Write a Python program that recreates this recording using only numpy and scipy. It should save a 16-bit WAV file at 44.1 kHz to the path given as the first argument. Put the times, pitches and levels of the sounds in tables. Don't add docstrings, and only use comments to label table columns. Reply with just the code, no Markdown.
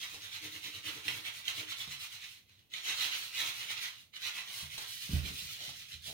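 import sys
import numpy as np
from scipy import signal
from scipy.fft import rfft, irfft, next_fast_len
from scipy.io import wavfile
from scipy.ndimage import map_coordinates

SR = 44100
rng = np.random.default_rng(int(sys.argv[2]) if len(sys.argv) > 2 else 0)


def bounce(signal):
    frames = np.transpose(np.atleast_2d(signal))
    limited = np.clip(frames, -1, 1)
    pcm = np.round(limited * 32767).astype(np.int16)
    wavfile.write(sys.argv[1], SR, pcm)


N = 270333
TIME = np.arange(N) / SR


def amp(db):
    return 10 ** (np.asarray(db) / 20)


def unit(x):
    return x / np.sqrt(np.mean(x ** 2) + 1e-20)


def along(points, hz):
    f, values = np.transpose(points)
    return np.interp(np.log(hz + 1), np.log(f + 1), values)


def filtered(x, response):
    size = next_fast_len(N + SR // 2)
    return irfft(rfft(x, size) * response(np.fft.rfftfreq(size, 1 / SR)), size)[..., :N]


def coloured(x, spectrum):
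    return unit(filtered(x, lambda hz: amp(along(spectrum, hz))))


def add(track, at, sound):
    part = track[round(at * SR):][:len(sound)]
    part += sound[:len(part)]


def swells(at, rise, fall, db):
    t = TIME[::32]
    offset = t - at[:, None]
    width = np.where(offset < 0, rise[:, None], fall[:, None])
    envelopes = amp(db)[:, None] * np.exp(-(offset / width) ** 2)
    return np.interp(TIME, t, np.linalg.norm(envelopes, axis=0))


def friction(spectrum, rate, spread_db, smooth):
    size = amp(spread_db * np.minimum(rng.standard_exponential(N), 5))
    slips = (rng.random(N) < rate / SR) * size * rng.choice([-1, 1], N)
    return coloured(unit(slips) + smooth * rng.standard_normal(N), spectrum)


def ticks(contacts, spectrum, t60):
    track, t = np.zeros(N), TIME[:SR // 4]
    grain = coloured(rng.standard_normal(N), spectrum)
    for at, db in contacts:
        burst = np.roll(grain, -round(at * SR))[:len(t)] * amp(-60 * t / t60)
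        add(track, at, amp(db) * burst / np.abs(burst).max())
    return track


# f/Hz, T60/s
REVERB_TIME = [(100, 0.26), (500, 0.39), (3000, 0.34), (8000, 0.32), (15000, 0.35)]

def kitchen(x, wet_db, early_db, lead_s, positions=2):
    noise = rng.standard_normal((positions, 2, SR // 3), dtype=np.float32)
    hz, t, spectra = signal.stft(noise, SR, nperseg=256)
    decay = amp(-60 * t / along(REVERB_TIME, hz)[:, None]) + amp(early_db - 60 * t / 0.017)
    tails = signal.istft(spectra * decay.astype(np.float32), SR, nperseg=256)[1]
    tails /= np.linalg.norm(tails, axis=-1, keepdims=True)
    echo, hop = np.zeros((2, N)), N // (positions - 1) + 1
    for k, pair in enumerate(tails):
        span = np.arange(max(0, (k - 1) * hop), min(N, (k + 1) * hop))
        piece = x[span] * np.cos(np.pi / 2 * (span / hop - k))
        for port, tail in zip(echo, pair):
            add(port, span[0] / SR, signal.fftconvolve(piece, tail))
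    direct = filtered(x, lambda f: np.exp(1j * np.pi * f * lead_s * np.array([[1], [-1]])))
    return (direct + amp(wet_db) * echo) / np.hypot(1, amp(wet_db))


# f/Hz, level/dB
AIR_SPECTRUM = [(20, -11), (90, 10), (200, 1), (400, -6), (1000, -14), (3000, -38), (8000, -23),
                (16000, -13)]

def room_tone():
    return amp(-73) * coloured(rng.standard_normal((2, N)) + 1.5 * rng.standard_normal(N), AIR_SPECTRUM)


# t/s, relative peak level/dB
KNOCK_EVENTS = [(.143, -37), (1.876, -39.5), (4.779, -33.5), (4.82, -42), (5.69, -37.5)]
# f/Hz, level/dB
KNOCK_SPECTRUM = [(60, -9), (200, -15), (500, -6.5), (820, -4), (1500, -11), (4000, 1.5), (12000, -16.5)]

def knocks():
    return amp(5) * ticks(KNOCK_EVENTS, KNOCK_SPECTRUM, t60=0.084)


# t/s of the peak, rise/s, fall/s, level/dB
SOLE_TWISTS = [(5.15, 0.014, 0.06, -61), (5.28, 0.05, 0.03, -64), (5.625, 0.042, 0.052, -62),
               (6.1, 0.03, 0.04, -58)]
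# f/Hz, level/dB
SOLE_SPECTRUM = [(80, -20), (250, -8), (450, -4.5), (560, 2.5), (660, -4), (760, -3), (900, -13),
                 (1500, -25), (4000, -38)]
SQUEAK_SPECTRUM = [(480, -40), (590, 1), (630, -4), (680, -4), (820, -40)]

def scuffs():
    rub = friction(SOLE_SPECTRUM, rate=830, spread_db=4.5, smooth=1.0)
    squeak = amp(-3) * friction(SQUEAK_SPECTRUM, rate=520, spread_db=1.5, smooth=0.5)
    return swells(*np.transpose(SOLE_TWISTS)) * (rub + squeak)


# t/s, relative level/dB, contact time/s, f/Hz below which modes are weakly excited
FOOTFALLS = [(1.874, -43.5, 0.003, 220), (4.625, -47.5, 0.0051, 91), (5.092, -30, 0.0032, 230),
             (5.106, -41, 0.0027, 230), (5.132, -27.5, 0.0036, 35.2), (5.238, -39.5, 0.0027, 120),
             (5.302, -43, 0.0026, 158), (5.42, -46.5, 0.0051, 119), (5.678, -47, 0.0045, 169),
             (5.944, -51, 0.0061, 46), (6.075, -47, 0.0048, 160)]
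# f/Hz, level/dB, T60/s
FLOOR_MODES = [(58.4, -5, 0.46), (79.1, 6.5, 0.29), (138.4, 0.5, 0.39), (170.3, 5, 0.11), (215, -14, 0.53),
               (252, -20, 0.12), (284, -7, 0.21), (377, -8.5, 0.26), (440, -4.5, 0.31), (536, -9, .15)]
# f/Hz, level/dB
THUD_SPECTRUM = [(50, -30), (100, -9), (200, -1), (300, -0.5), (400, -21), (900, -40), (3000, -65)]

def footfalls():
    track, t = np.zeros(N), TIME[:SR // 2]
    hz, mode_db, t60 = np.transpose(FLOOR_MODES)[:, :, None]
    for at, db, contact, lowest_hz in FOOTFALLS:
        coupling = hz ** 2 / (hz ** 2 + lowest_hz ** 2)
        size = coupling * amp(mode_db + rng.normal(0, 0.91, hz.shape))
        ring = np.sum(size * amp(-60 * t / t60) * np.cos(2 * np.pi * hz * t), axis=0)
        push = np.sin(np.pi * np.minimum(t / contact, 1))
        thump = signal.fftconvolve(ring, push / push.sum())[:len(t)]
        onset = 1 - np.exp(-t / 0.0038)
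        add(track, at, amp(db) * thump * onset)
    track += amp(-15.5) * ticks([row[:2] for row in FOOTFALLS], THUD_SPECTRUM, t60=0.29)
    track = signal.sosfilt(signal.butter(2, 50, "high", fs=SR, output="sos"), track)
    return kitchen(track, wet_db=-8.5, early_db=-2, lead_s=0.00028) * amp([[-0.7], [0.7]])


# t/s of the peak, length/s, level/dB
SCRUB_STROKES = [(0.031, .07, -41.5), (0.125, 0.15, -48.5), (0.246, 0.084, -45), (0.35, .08, -42.5),
                 (0.451, 0.077, -42), (.551, 0.084, -44.5), (0.663, 0.078, -42.5), (0.76, 0.089, -45.5),
                 (0.878, 0.072, -40), (0.964, .12, -47.5), (1.081, 0.079, -40.5), (1.156, .12, -44.5),
                 (1.271, 0.055, -39.5), (1.369, 0.11, -47.5), (1.488, 0.07, -39), (1.588, 0.092, -41),
                 (1.711, .06, -40), (1.811, 0.081, -41.5), (1.928, 0.084, -44), (2.032, 0.077, -43),
                 (2.142, 0.07, -45.5), (2.237, 0.072, -46.5), (2.317, 0.14, -54.5), (2.514, 0.08, -64),
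                 (2.599, 0.13, -69), (2.769, 0.081, -43), (2.895, .1, -34), (3.028, 0.12, -33),
                 (3.142, 0.063, -36.5), (3.206, 0.2, -43), (3.399, 0.11, -35), (3.467, 0.098, -37),
                 (3.603, 0.13, -42), (3.712, 0.066, -38), (3.779, 0.036, -42), (3.843, 0.098, -39.5),
                 (3.977, 0.12, -55.5), (4.163, 0.042, -46), (4.262, 0.091, -37), (4.378, 0.093, -41),
                 (4.496, 0.085, -47), (4.586, .17, -44), (4.738, 0.072, -45), (4.809, 0.098, -45),
                 (4.93, 0.13, -45.5), (5.038, 0.087, -43), (5.145, 0.14, -43.5), (5.274, 0.081, -42),
                 (5.393, 0.14, -43), (5.515, 0.11, -43.5), (5.648, .13, -43), (5.785, 0.15, -47),
                 (5.925, 0.087, -47), (6.078, 0.093, -44.5)]
# t/s, relative level/dB
HAND_PRESSURE = [(.4, 0.5), (.62, -6), (.9, 3.5), (1.85, 2.5), (2.25, -5), (2.6, -3.5), (2.9, 0), (3.6, 2),
                 (3.85, 1), (4.0, -25), (4.25, 0.5), (4.58, 2.5), (4.74, -5), (4.82, 9), (4.95, -22),
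                 (5.15, 3), (5.5, -13), (5.66, -8.5), (5.85, -39)]
USUAL_STROKE_S, USUAL_STROKE_DB = 0.09, -43
SCRUB_LEAD_S = 0.000423

def strokes():
    at, length, db = np.transpose(SCRUB_STROKES)
    rise_share = 0.52
    doublings = np.log2(length / USUAL_STROKE_S)
    pressure_db = np.interp(at, *np.transpose(HAND_PRESSURE))
    return at, rise_share * length, (1 - rise_share) * length, db, doublings, pressure_db


# t/s, relative level/dB
ROCKING = [(.16, -63.5), (0.462, -56), (.56, -61.5), (.675, -61), (.77, -65), (.885, -56), (.96, -60),
           (1.086, -54), (1.17, -58), (1.6, -56), (3.06, -69), (3.45, -67)]
# t/s, level/dB
RUMBLE_CONTOUR = [(0, -64), (1.9, -63.5), (2.3, -70), (3.2, -66.5), (3.6, -63), (3.85, -65), (4.1, -72),
                  (4.5, -65.5), (6, -63.5)]
# f/Hz, level/dB
RUMBLE_SPECTRUM = [(20, -30), (45, -15), (75, -16.5), (103, 7), (135, -2), (190, -11), (300, -15),
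                   (600, -63)]
# f/Hz, level/dB
HOLLOW_SPECTRUM = [(120, -39), (260, -15.5), (305, -3), (345, -6.5), (410, -8.5), (450, -5), (500, -11.5),
                   (620, -15), (1200, -62)]

def support(rumble_lag_s=0.011, hollow_hz=306.4):
    at, rise, fall, db, _, pressure_db = strokes()
    bump_at, bump_db = np.transpose(ROCKING)
    bumps = swells(bump_at, rise=np.full_like(bump_at, 0.032), fall=np.full_like(bump_at, 0.044),
                   db=bump_db)
    shake_db = np.interp(at, *np.transpose(RUMBLE_CONTOUR)) + 0.2 * (db - USUAL_STROKE_DB)
    shake = swells(at + rumble_lag_s, rise, fall, shake_db)
    rumble = np.hypot(shake, amp(-3) * bumps) * coloured(rng.standard_normal(N), RUMBLE_SPECTRUM)
    drive = np.hypot(swells(at, rise, fall, db - 34.5 + pressure_db), amp(-2.5) * bumps)
    rattle = drive * friction(HOLLOW_SPECTRUM, rate=300, spread_db=3.0, smooth=1.0)
    note = amp(-3) * bumps * np.sin(2 * np.pi * (hollow_hz * TIME + rng.random()))
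    return kitchen(rumble + rattle + note, wet_db=-4, early_db=-26, lead_s=0.0001, positions=8)


# f/Hz, level/dB
HISS_SPECTRUM = [(2000, -39), (4500, 5), (7000, -1.5), (9600, 1.5), (11500, -2.5), (14000, 0),
                 (16000, -0.5)]
# t/s, relative level/dB
HISS_CONTOUR = [(0, 0), (1.1, 1.5), (2.2, 2.5), (2.6, -4), (3.3, -1), (3.8, 1), (4.35, -3), (4.7, 4),
                (5.3, 3.5), (5.8, -4), (6.1, 2)]

def rubbing_hiss(flutter_db=1.3, flutter_per_s=41):
    at, rise, fall, db, doublings, pressure_db = strokes()
    hiss_db = -7.5 + 3.5 * doublings - 0.053 * pressure_db
    hiss_db += np.interp(at, *np.transpose(HISS_CONTOUR))
    grip = map_coordinates(rng.standard_normal(N // 100), [TIME * flutter_per_s], mode="wrap")
    envelope = swells(at, rise, fall, db + hiss_db) * amp(flutter_db * grip)
    left, right, scattered = [envelope * friction(HISS_SPECTRUM, rate=3000, spread_db=2.5, smooth=0.59)
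                              for _ in range(3)]
    reverberant = kitchen(scattered, wet_db=7, early_db=7, lead_s=SCRUB_LEAD_S, positions=16)
    return amp(-4.5) * np.array([left, right]) + amp(-0.5) * reverberant


# f/Hz, level/dB
SCRAPE_SPECTRUM = [(900, -23), (1700, -11), (2100, -9), (2600, -3.5), (3100, 0.5), (3600, 0), (4100, 1.9),
                   (4650, -10.5), (6300, -6.5), (7400, -17), (10000, -26.5)]
BITE_SPECTRUM = [(500, -41), (950, -30.5), (1300, -10.5), (1700, -10.5), (2000, 3), (2450, 1.5),
                 (3000, 1.5), (3800, -8.5), (6000, -86)]
RASP_SPECTRUM = [(80, -48), (200, -51), (400, -7), (600, -2), (1000, 6), (1400, 8.5), (2200, 1.5),
                 (4000, -46)]
# t/s, relative peak level/dB
EDGE_CATCHES = [(.871, -35.5), (1.081, -20), (1.48, -24.5), (2.494, -51), (2.592, -53), (2.717, -49),
                (2.737, -27.5), (3.403, -24.5), (3.704, -29.5), (4.137, -45)]

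def scrubbing():
    at, rise, fall, db, doublings, pressure_db = strokes()
    scrape = swells(at, rise, fall, db - 0.5)
    scrape *= friction(SCRAPE_SPECTRUM, rate=1800, spread_db=3.0, smooth=0.66)
    bite = swells(at, rise, fall, db - 4.5 - 3 * doublings + 0.15 * pressure_db)
    bite *= friction(BITE_SPECTRUM, rate=1700, spread_db=2.5, smooth=0.57)
    rasp = swells(at + 0.014, rise, fall, db - 15 + pressure_db)
    rasp *= friction(RASP_SPECTRUM, rate=800, spread_db=2.5, smooth=0.41)
    catches = (amp(1.5) * ticks(EDGE_CATCHES, SCRAPE_SPECTRUM, t60=0.011)
               + amp(1) * ticks(EDGE_CATCHES, BITE_SPECTRUM, t60=0.024)
               + amp(-8) * ticks(EDGE_CATCHES, HISS_SPECTRUM, t60=0.025))
    return (kitchen(scrape + bite + catches, wet_db=8.5, early_db=8, lead_s=SCRUB_LEAD_S, positions=100)
            + kitchen(rasp, wet_db=3.5, early_db=4, lead_s=SCRUB_LEAD_S, positions=24))


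def scene():
    ports = scrubbing() + rubbing_hiss() + support() + footfalls()
    ports += kitchen(scuffs() + knocks(), wet_db=1, early_db=1, lead_s=0.0001, positions=12)
    return ports + room_tone()


# f/Hz, level/dB
PORT_BALANCE = [(60, -3), (120, 0.5), (200, 1), (700, 2), (1290, 2), (2380, -5), (4400, -5), (8120, 1),
                (15000, -2.5)]

def record(dry):
    sides, limit_hz = np.array([[0.5], [-0.5]]), 15820
    return filtered(dry, lambda hz: amp(along(PORT_BALANCE, hz) * sides) * (hz < limit_hz))


dry = scene()
out = record(dry)
bounce(out)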